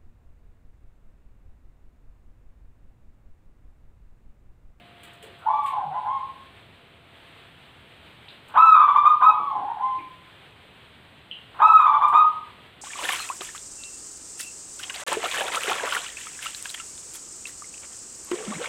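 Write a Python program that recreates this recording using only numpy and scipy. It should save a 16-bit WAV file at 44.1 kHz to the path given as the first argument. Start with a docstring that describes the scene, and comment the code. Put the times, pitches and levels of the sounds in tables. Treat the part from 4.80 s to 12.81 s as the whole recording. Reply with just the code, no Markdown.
"""A bare, echoing room: a dove in a hanging cane cage coos three times.
Slack syrinx membranes rattle and rasp, then snap tight, so each note swoops up into a nearly pure
tone, filtered by the swollen throat. The two loud coos roll in quick notes; the second side of the
syrinx adds a lower, fluttering voice. The bird ticks, rustles and bumps on its perch over a faint
hiss, a low rumble and a far tone that sinks and fades."""
import sys
import numpy as np
from scipy import signal
from scipy.fft import rfft, irfft, next_fast_len
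from scipy.io import wavfile
from scipy.ndimage import uniform_filter1d, minimum_filter1d

SR = 44100
rng = np.random.default_rng(int(sys.argv[2]) if len(sys.argv) > 2 else 0)


def digitize_waveform(pressure):
    """Quantize a signal to 16-bit integers and store it at the path in sys.argv[1].

    Rows of a 2-D input are taken as channels; values are limited to [-1, 1].
    """
    field = np.atleast_2d(pressure).T
    bounded = np.clip(field, -1, 1)
    quanta = np.round(bounded * 32767).astype(np.int16)
    wavfile.write(sys.argv[1], SR, quanta)


N = 353417


# Drawn-out notes: catch t/s, swoop/s, length/s, top f/Hz, sag/Hz, effort/dB, fade/dB
LONG_NOTES = [(.695, 0.1, 0.25, 1168, 167, -21.5, -9), (1.133, .028, 0.06, 1013, 43, -24.5, -16),
              (1.273, 0.028, .13, 1085, 27, -24, -0.5), (3.779, .042, 0.16, 1324, 75.5, -2, 7),
              (4.429, 0.024, 0.085, 1282, 52, -6, -8), (4.542, 0.017, .235, 1157, 160, -24, -7.5),
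              (4.869, .025, 0.061, 927, 16, -28, -9.5), (5.002, 0.028, 0.14, 1047, 37, -24.5, -15),
              (6.823, .036, .17, 1305, 62, -3, -4), (7.341, 0.018, 0.073, 1254, 14, -3, -21.5)]

def coos(slack_hz=492.4, rattle_hz=766.6, snap_share=0.4, crest_s=0.06):
    """Membranes start slack, rattle and snap tight; past the crest, pitch sags before effort."""
    out = np.zeros(N)
    for s, swoop_s, length, top_hz, sag_hz, effort_db, fade_db in LONG_NOTES:
        t = np.linspace(0, length, 13)
        crest = min(crest_s, length / 2)
        to_crest = np.clip(1 - t / crest, 0, 1)
        past_crest = np.clip((t - crest) / (length - crest), 0, 1)
        hz = top_hz * (1 - 0.055 * to_crest ** 2) - sag_hz * past_crest ** 1.5
        db = effort_db - 0.5 * to_crest + fade_db * past_crest ** 2.6
        swoop = [(s - swoop_s, slack_hz, effort_db - 22),
                 (s - snap_share * swoop_s, rattle_hz, effort_db - 9.5)]
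        contour = swoop + list(zip(s + t, hz, db))
        add(out, *syrinx(contour, flutter=0.03, slack_jitter=0.06, rasp_db=-45.5,
                         slack_rasp_db=-6 + 0.34 * effort_db, overtone_db=-3))
    return out


# Quick notes: catch t/s, length/s, top f/Hz, effort/dB
ROLL_NOTES = [(3.957, 0.02, 1224, -1), (4.019, 0.04, 1185, -6.5), (4.089, 0.021, 1170, -6),
              (4.163, 0.029, 1198, -3.5), (4.259, 0.046, 1233, -3), (7.006, 0.033, 1243, -5.5),
              (7.068, 0.027, 1186, -5), (7.142, 0.021, 1177, -6), (7.227, 0.028, 1203, -4)]

def roll(swoop_s=0.017, slack_hz=714, flat_ratio=0.978):
    """Each quick note swoops up from slack and makes one small, dying arch."""
    out = np.zeros(N)
    for s, length, top_hz, effort_db in ROLL_NOTES:
        contour = [(s - swoop_s, slack_hz, effort_db - 18.5),
                   (s, top_hz * flat_ratio, effort_db),
                   (s + length / 2, top_hz, effort_db - 2),
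                   (s + length, top_hz * flat_ratio, effort_db - 12)]
        add(out, *syrinx(contour, flutter=0.033, slack_jitter=0.05, rasp_db=-41,
                         slack_rasp_db=-6, overtone_db=-3.5))
    return out


# Lower voice: t/s, length/s, f/Hz, glide/Hz, effort/dB, fade/dB
LOW_NOTES = [(.672, 0.14, 870.4, 7, -11, -26), (.925, 0.12, 874, -115, -17.5, -5),
             (1.12, 0.056, 792, 84, -18.5, -5.5), (1.255, 0.083, 817, 40, -15, -31),
             (3.778, 0.11, 1010, 41, -14.5, -23), (4.42, .016, 987, 80, -8, -18),
             (4.48, 0.038, 856, 4, -13.5, -11), (4.71, .13, 876.5, -98.5, -22, 2),
             (4.872, 0.044, 857.4, -17, -17, -21), (4.972, 0.064, 800.3, 12.5, -21.5, -7.5),
             (6.814, 0.016, 964, -13.5, -8.5, -6.5), (6.836, 0.089, 866, -11.5, -13, -19.5),
             (7.075, .17, 870, -12.5, -22.5, 1.5), (7.338, 0.044, 955, -95, -12, -13)]

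def lower_voice(attack_s=0.014, flat_ratio=0.973):
    """The second side of the syrinx starts weak and flat, then glides straight, fluttering."""
    out = np.zeros(N)
    for s, length, hz, glide_hz, effort_db, fade_db in LOW_NOTES:
        contour = [(s - attack_s, hz * flat_ratio, effort_db - 12.5),
                   (s, hz, effort_db),
                   (s + length, hz + glide_hz, effort_db + fade_db)]
        add(out, *syrinx(contour, flutter=0.35, slack_jitter=0.038, rasp_db=-38.5,
                         slack_rasp_db=-35, overtone_db=-22.5))
    return out


# Passband of the swollen crop and throat: f/Hz, gain/dB
THROAT = [(200, -32.5), (320, -17.5), (480, -27.5), (720, -11.5), (900, -1), (1300, -3.5), (1480, -5),
          (1850, -16.5), (2150, -19), (2550, -17.5), (3100, -14.5), (3800, -20.5), (4200, -37),
          (4900, -41.5), (6300, -40.5), (7400, -28), (8300, -45), (9100, -40.5), (12000, -49.5)]

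def syrinx(contour, flutter, slack_jitter, rasp_db, slack_rasp_db, overtone_db,
           clear_hz=1080, slack_hz=700, fade_s=0.004):
    """Membranes rasp when slack, sing when tight. Contour: t/s, f/Hz, effort/dB. Gives start, sound."""
    s, pitch, effort = np.transpose(contour)
    size = SR // 2
    t = np.arange(s[0], s[-1] + fade_s, 1 / SR)[:size]
    hz = np.interp(t, s, pitch)
    effort_db = np.interp(t, s, effort)
    slack = np.clip((clear_hz - hz) / (clear_hz - slack_hz), 0, 1)
    hz *= 1 + (0.0015 + slack_jitter * slack) * wander(size, 190)[:len(t)]
    phase = 2 * np.pi * np.cumsum(hz) / SR
    tone = gain_of(read(THROAT, hz)) * np.sin(phase)
    for k in range(2, 11):
        dull_db = -26 * slack * (k > 2)
        harmonic_db = read(THROAT, k * hz) + overtone_db - 8 * np.log2(k) + dull_db
        tone += gain_of(harmonic_db) * np.sin(k * phase)
    weak = np.clip((-16 - effort_db) / 10, 0, 1)  # weak drive swings unevenly
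    tone *= 1 + (flutter + 0.066 * weak) * wander(size, 170)[:len(t)]
    air_spectrum = [(f, db - 16 * np.log2(max(f / 1600, 1))) for f, db in THROAT]
    air = noise(air_spectrum, size)[:len(t)]  # rushing past the membranes
    rasp = air * (gain_of(rasp_db) + gain_of(slack_rasp_db) * slack)
    edge_s = np.minimum(t - t[0], t[-1] - t)
    fade = np.sin(np.pi / 2 * np.clip(edge_s / fade_s, 0, 1)) ** 2
    return s[0], gain_of(effort_db) * fade * (tone + rasp)


# Brushes on the cane: t/s, relative level/dB, decay/s
RUSTLES = [(.233, -44, .012), (.332, -54, .015), (.426, -45.5, .016), (.588, -58, 0.011), (.835, -51, .012),
           (.861, -44.5, .025), (3.682, -49.5, .008), (7.008, -52.5, .008), (7.283, -43, .008)]
# Rustle spectrum: f/Hz, level/dB
RUSTLE_SPECTRUM = [(300, -20.5), (1500, -5), (3000, 2), (4200, -9.5), (5600, -25), (8300, -5), (11000, -18),
                   (15000, -14)]

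def rustles():
    """Feathers and claws brush the cane."""
    out = np.zeros(N)
    for s, db, decay_s in RUSTLES:
        add(out, s, gain_of(db) * burst(RUSTLE_SPECTRUM, decay_s, rise_s=0.00034))
    return out


# Perch contacts: t/s, relative level/dB, decay/s, centre f/Hz, width/octaves
BUMPS = [(.43, -44, 0.024, 413, 0.47), (.427, -67, 0.0084, 2800, 0.56), (.859, -34.5, 0.01, 2550, 0.34),
         (1.039, -45, 0.048, 145, 0.19), (3.689, -47.5, 0.049, 1000, 0.58),
         (4.595, -38.5, 0.016, 360, 0.99), (4.753, -42.5, 0.046, 340, 0.99),
         (4.794, -51.5, 0.0099, 250, 0.98), (5.179, -45, 0.013, 320, 0.34),
         (5.184, -42.5, 0.024, 2350, 0.11), (6.743, -44.5, 0.061, 1000, 0.47)]

def perch_bumps():
    """The bird knocks and scrapes softly on its perch, one noise band per contact."""
    out = np.zeros(N)
    for s, db, decay_s, hz, octaves in BUMPS:
        band = [(hz * 2 ** (k * octaves), -4 * k * k) for k in np.arange(-4, 5)]
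        add(out, s, gain_of(db) * burst(band, decay_s, rise_s=0.0012))
    return out


# Cage ticks: t/s, relative level/dB, f/Hz, length/s
TICKS = [(3.484, -31, 3000, 0.0014), (3.487, -33, 3800, 0.0027), (3.488, -51.5, 4660, 0.0033),
         (6.512, -20.5, 3000, 0.0035), (6.513, -48.5, 3950, 0.0048)]

def cage_ticks():
    """The cage ticks in sharp pulses a few cycles long."""
    out = np.zeros(N)
    for s, db, hz, length in TICKS:
        t = np.arange(0, length, 1 / SR)
        window = np.sin(np.pi * t / length) ** 2
        add(out, s, gain_of(db) * window * np.sin(2 * np.pi * hz * t))
    return out


# Tail decay: f/Hz, T60/s
ROOM_T60 = [(200, 0.44), (700, 0.53), (1030, 0.6), (1350, 0.33), (3000, 0.39), (8000, 0.072), (15000, 0.07)]
# Near-wall echoes: delay/s, relative level/dB
WALL_ECHOES = [(.0037, -8.5), (.0066, -7), (0.0173, -8), (0.0203, -10.5), (.0405, -9.5)]
# Resonances of the cage's corner: f/Hz, T60/s, level/dB
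CORNER_MODES = [(852, 0.52, -8), (990, 0.84, -0.5), (1030, 0.15, 3), (1177, 0.36, -15), (1431, 0.12, 7),
                (1570, 0.17, 1.5)]
# Echo cancellations: f/Hz, width/Hz, gain/dB
ECHO_DIPS = [(868, 84, -1.5), (1404, 18, -9), (6400, 34, -7.5), (6700, 160, -8.5)]

def room(x, tail_db=-2, build_s=0.0034):
    """Direct sound, wall echoes and a diffuse tail, all coloured by the corner."""
    t = np.arange(SR) / SR
    bands_hz, times, frames = signal.stft(rng.standard_normal(SR), SR, nperseg=256)
    decay = gain_of(-60 * times / read(ROOM_T60, bands_hz)[:, None])
    tail = signal.istft(frames * decay, SR, nperseg=256)[1][:SR]
    tail *= 1 - np.exp(-t / build_s)
    response = gain_of(tail_db) * tail / np.linalg.norm(tail)
    response[0] += 1
    for delay, db in WALL_ECHOES:
        add(response, delay, gain_of([db]))
    # Minimum-phase EQ: equal energy per band, fine ripple kept.
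    hz, spectrum = np.fft.rfftfreq(SR, 1 / SR), rfft(response)
    power = smooth(abs(spectrum) ** 2, 60)
    cepstrum = irfft(-np.log(power) / 2)
    causal = np.r_[1, np.full(SR // 2 - 1, 2), np.zeros(SR // 2)]
    colour = np.exp(rfft(cepstrum * causal))
    colour *= 1 + sum(gain_of(db) / (1 + 2j * np.pi * (hz - f) * t60 / np.log(1000))
                      for f, t60, db in CORNER_MODES)
    for f, width, db in ECHO_DIPS:
        colour *= 1 - (1 - gain_of(db)) / (1 + 2j * (hz - f) / width)
    return signal.fftconvolve(x, irfft(spectrum * colour))[:N]


# Hiss spectrum: f/Hz, relative density/dB
HISS_SPECTRUM = [(100, -16.5), (700, -3), (1300, -3.5), (3300, -2), (4000, -8.5), (5500, -32.5),
                 (6800, -31.5), (8300, -21), (11000, -32.5), (15000, -30)]
# Hiss swell: t/s, gain/dB
HISS_SWELL = [(0, 0), (.5, 0), (1.65, 1), (1.9, -3), (2.1, -2), (2.45, 1.5), (2.8, 1), (5.3, 0),
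              (5.95, 2.1), (6.3, -2), (7.2, 2.5), (7.9, 0.5)]

def hiss(base_db=-53):
    """Faint hiss that swells, ebbs and wavers."""
    swell_db = np.interp(np.arange(N) / SR, *np.transpose(HISS_SWELL))
    waver_db = wander(N, 8)
    return noise(HISS_SPECTRUM) * gain_of(base_db + swell_db + waver_db)


# Rumble spectrum: f/Hz, relative density/dB
RUMBLE_SPECTRUM = [(25, -14), (48, -15), (70, 0), (125, 0.5), (220, -5.5), (500, -9.5), (1300, -24.5),
                   (3000, -55.5)]

def rumble(level_db=-56):
    """Steady low room noise."""
    return noise(RUMBLE_SPECTRUM) * gain_of(level_db)


# Far tone: t/s, f/Hz, level/dB
FAR_TONE = [(0, 703, -55.5), (.55, 689, -55.5), (0.899, 688, -65.5), (2.6, 679, -64), (3.4, 678, -78)]

def far_tone():
    """A faint, distant sine that sinks and fades."""
    s, hz, db = np.transpose(FAR_TONE)
    t = np.arange(N) / SR
    phase = 2 * np.pi * np.cumsum(np.interp(t, s, hz)) / SR
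    return gain_of(np.interp(t, s, db)) * np.sin(phase)


def gain_of(db):
    """Decibels to amplitude."""
    return 10 ** (np.asarray(db) / 20)


def unit_rms(x):
    """Scales to rms 1."""
    return x / np.sqrt(np.mean(x ** 2) + 1e-20)


def smooth(x, size):
    """Two passes of a moving average."""
    return uniform_filter1d(uniform_filter1d(x, size), size)


def read(points, hz):
    """Interpolates on a log-frequency axis."""
    f, value = np.transpose(points)
    return np.interp(np.log(hz + 1), np.log(f), value)


def add(mix, s, sound):
    """Mixes a sound in at time s."""
    part = mix[max(round(s * SR), 0):][:len(sound)]
    part += sound[:len(part)]


def noise(spectrum, size=N):
    """Steady coloured noise, rms 1."""
    padded = next_fast_len(size, True)
    colour = gain_of(read(spectrum, np.fft.rfftfreq(padded, 1 / SR)))
    return unit_rms(irfft(rfft(rng.standard_normal(padded)) * colour, padded)[:size])


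def burst(spectrum, decay_s, rise_s):
    """Coloured noise that swells and dies."""
    t = np.arange(SR // 2) / SR
    return (1 - np.exp(-t / rise_s)) * np.exp(-t / decay_s) * noise(spectrum, len(t))


def wander(size, rate_hz):
    """Smooth random motion up to about rate_hz, rms near 1."""
    padded = next_fast_len(size + SR // 10, True)
    lowpass = np.exp(-(np.fft.rfftfreq(padded, 1 / SR) / rate_hz) ** 2)
    return unit_rms(irfft(rfft(rng.standard_normal(padded)) * lowpass, padded))[:size]


def scene(dove_gain_db=1.0, cage_gain_db=2.5):
    """Dove and cage through the room, over the background; mono."""
    dove = coos() + roll() + lower_voice()
    cage = rustles() + perch_bumps() + cage_ticks()
    in_room = room(gain_of(dove_gain_db) * dove + gain_of(cage_gain_db) * cage)
    return (in_room + hiss() + rumble() + far_tone())[None]


def record(dry, ceiling=0.69, cutoff_hz=15550):
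    """Smooth peak limiter, then low-pass."""
    headroom = np.minimum(1, ceiling / (abs(dry) + 1e-9))
    gain = smooth(minimum_filter1d(headroom, size=880), 440)
    lowpass = signal.firwin(511, cutoff_hz, window=("kaiser", 9), fs=SR)
    return signal.oaconvolve(dry * gain, lowpass[None], "same")


dry = scene()
out = record(dry)
digitize_waveform(out)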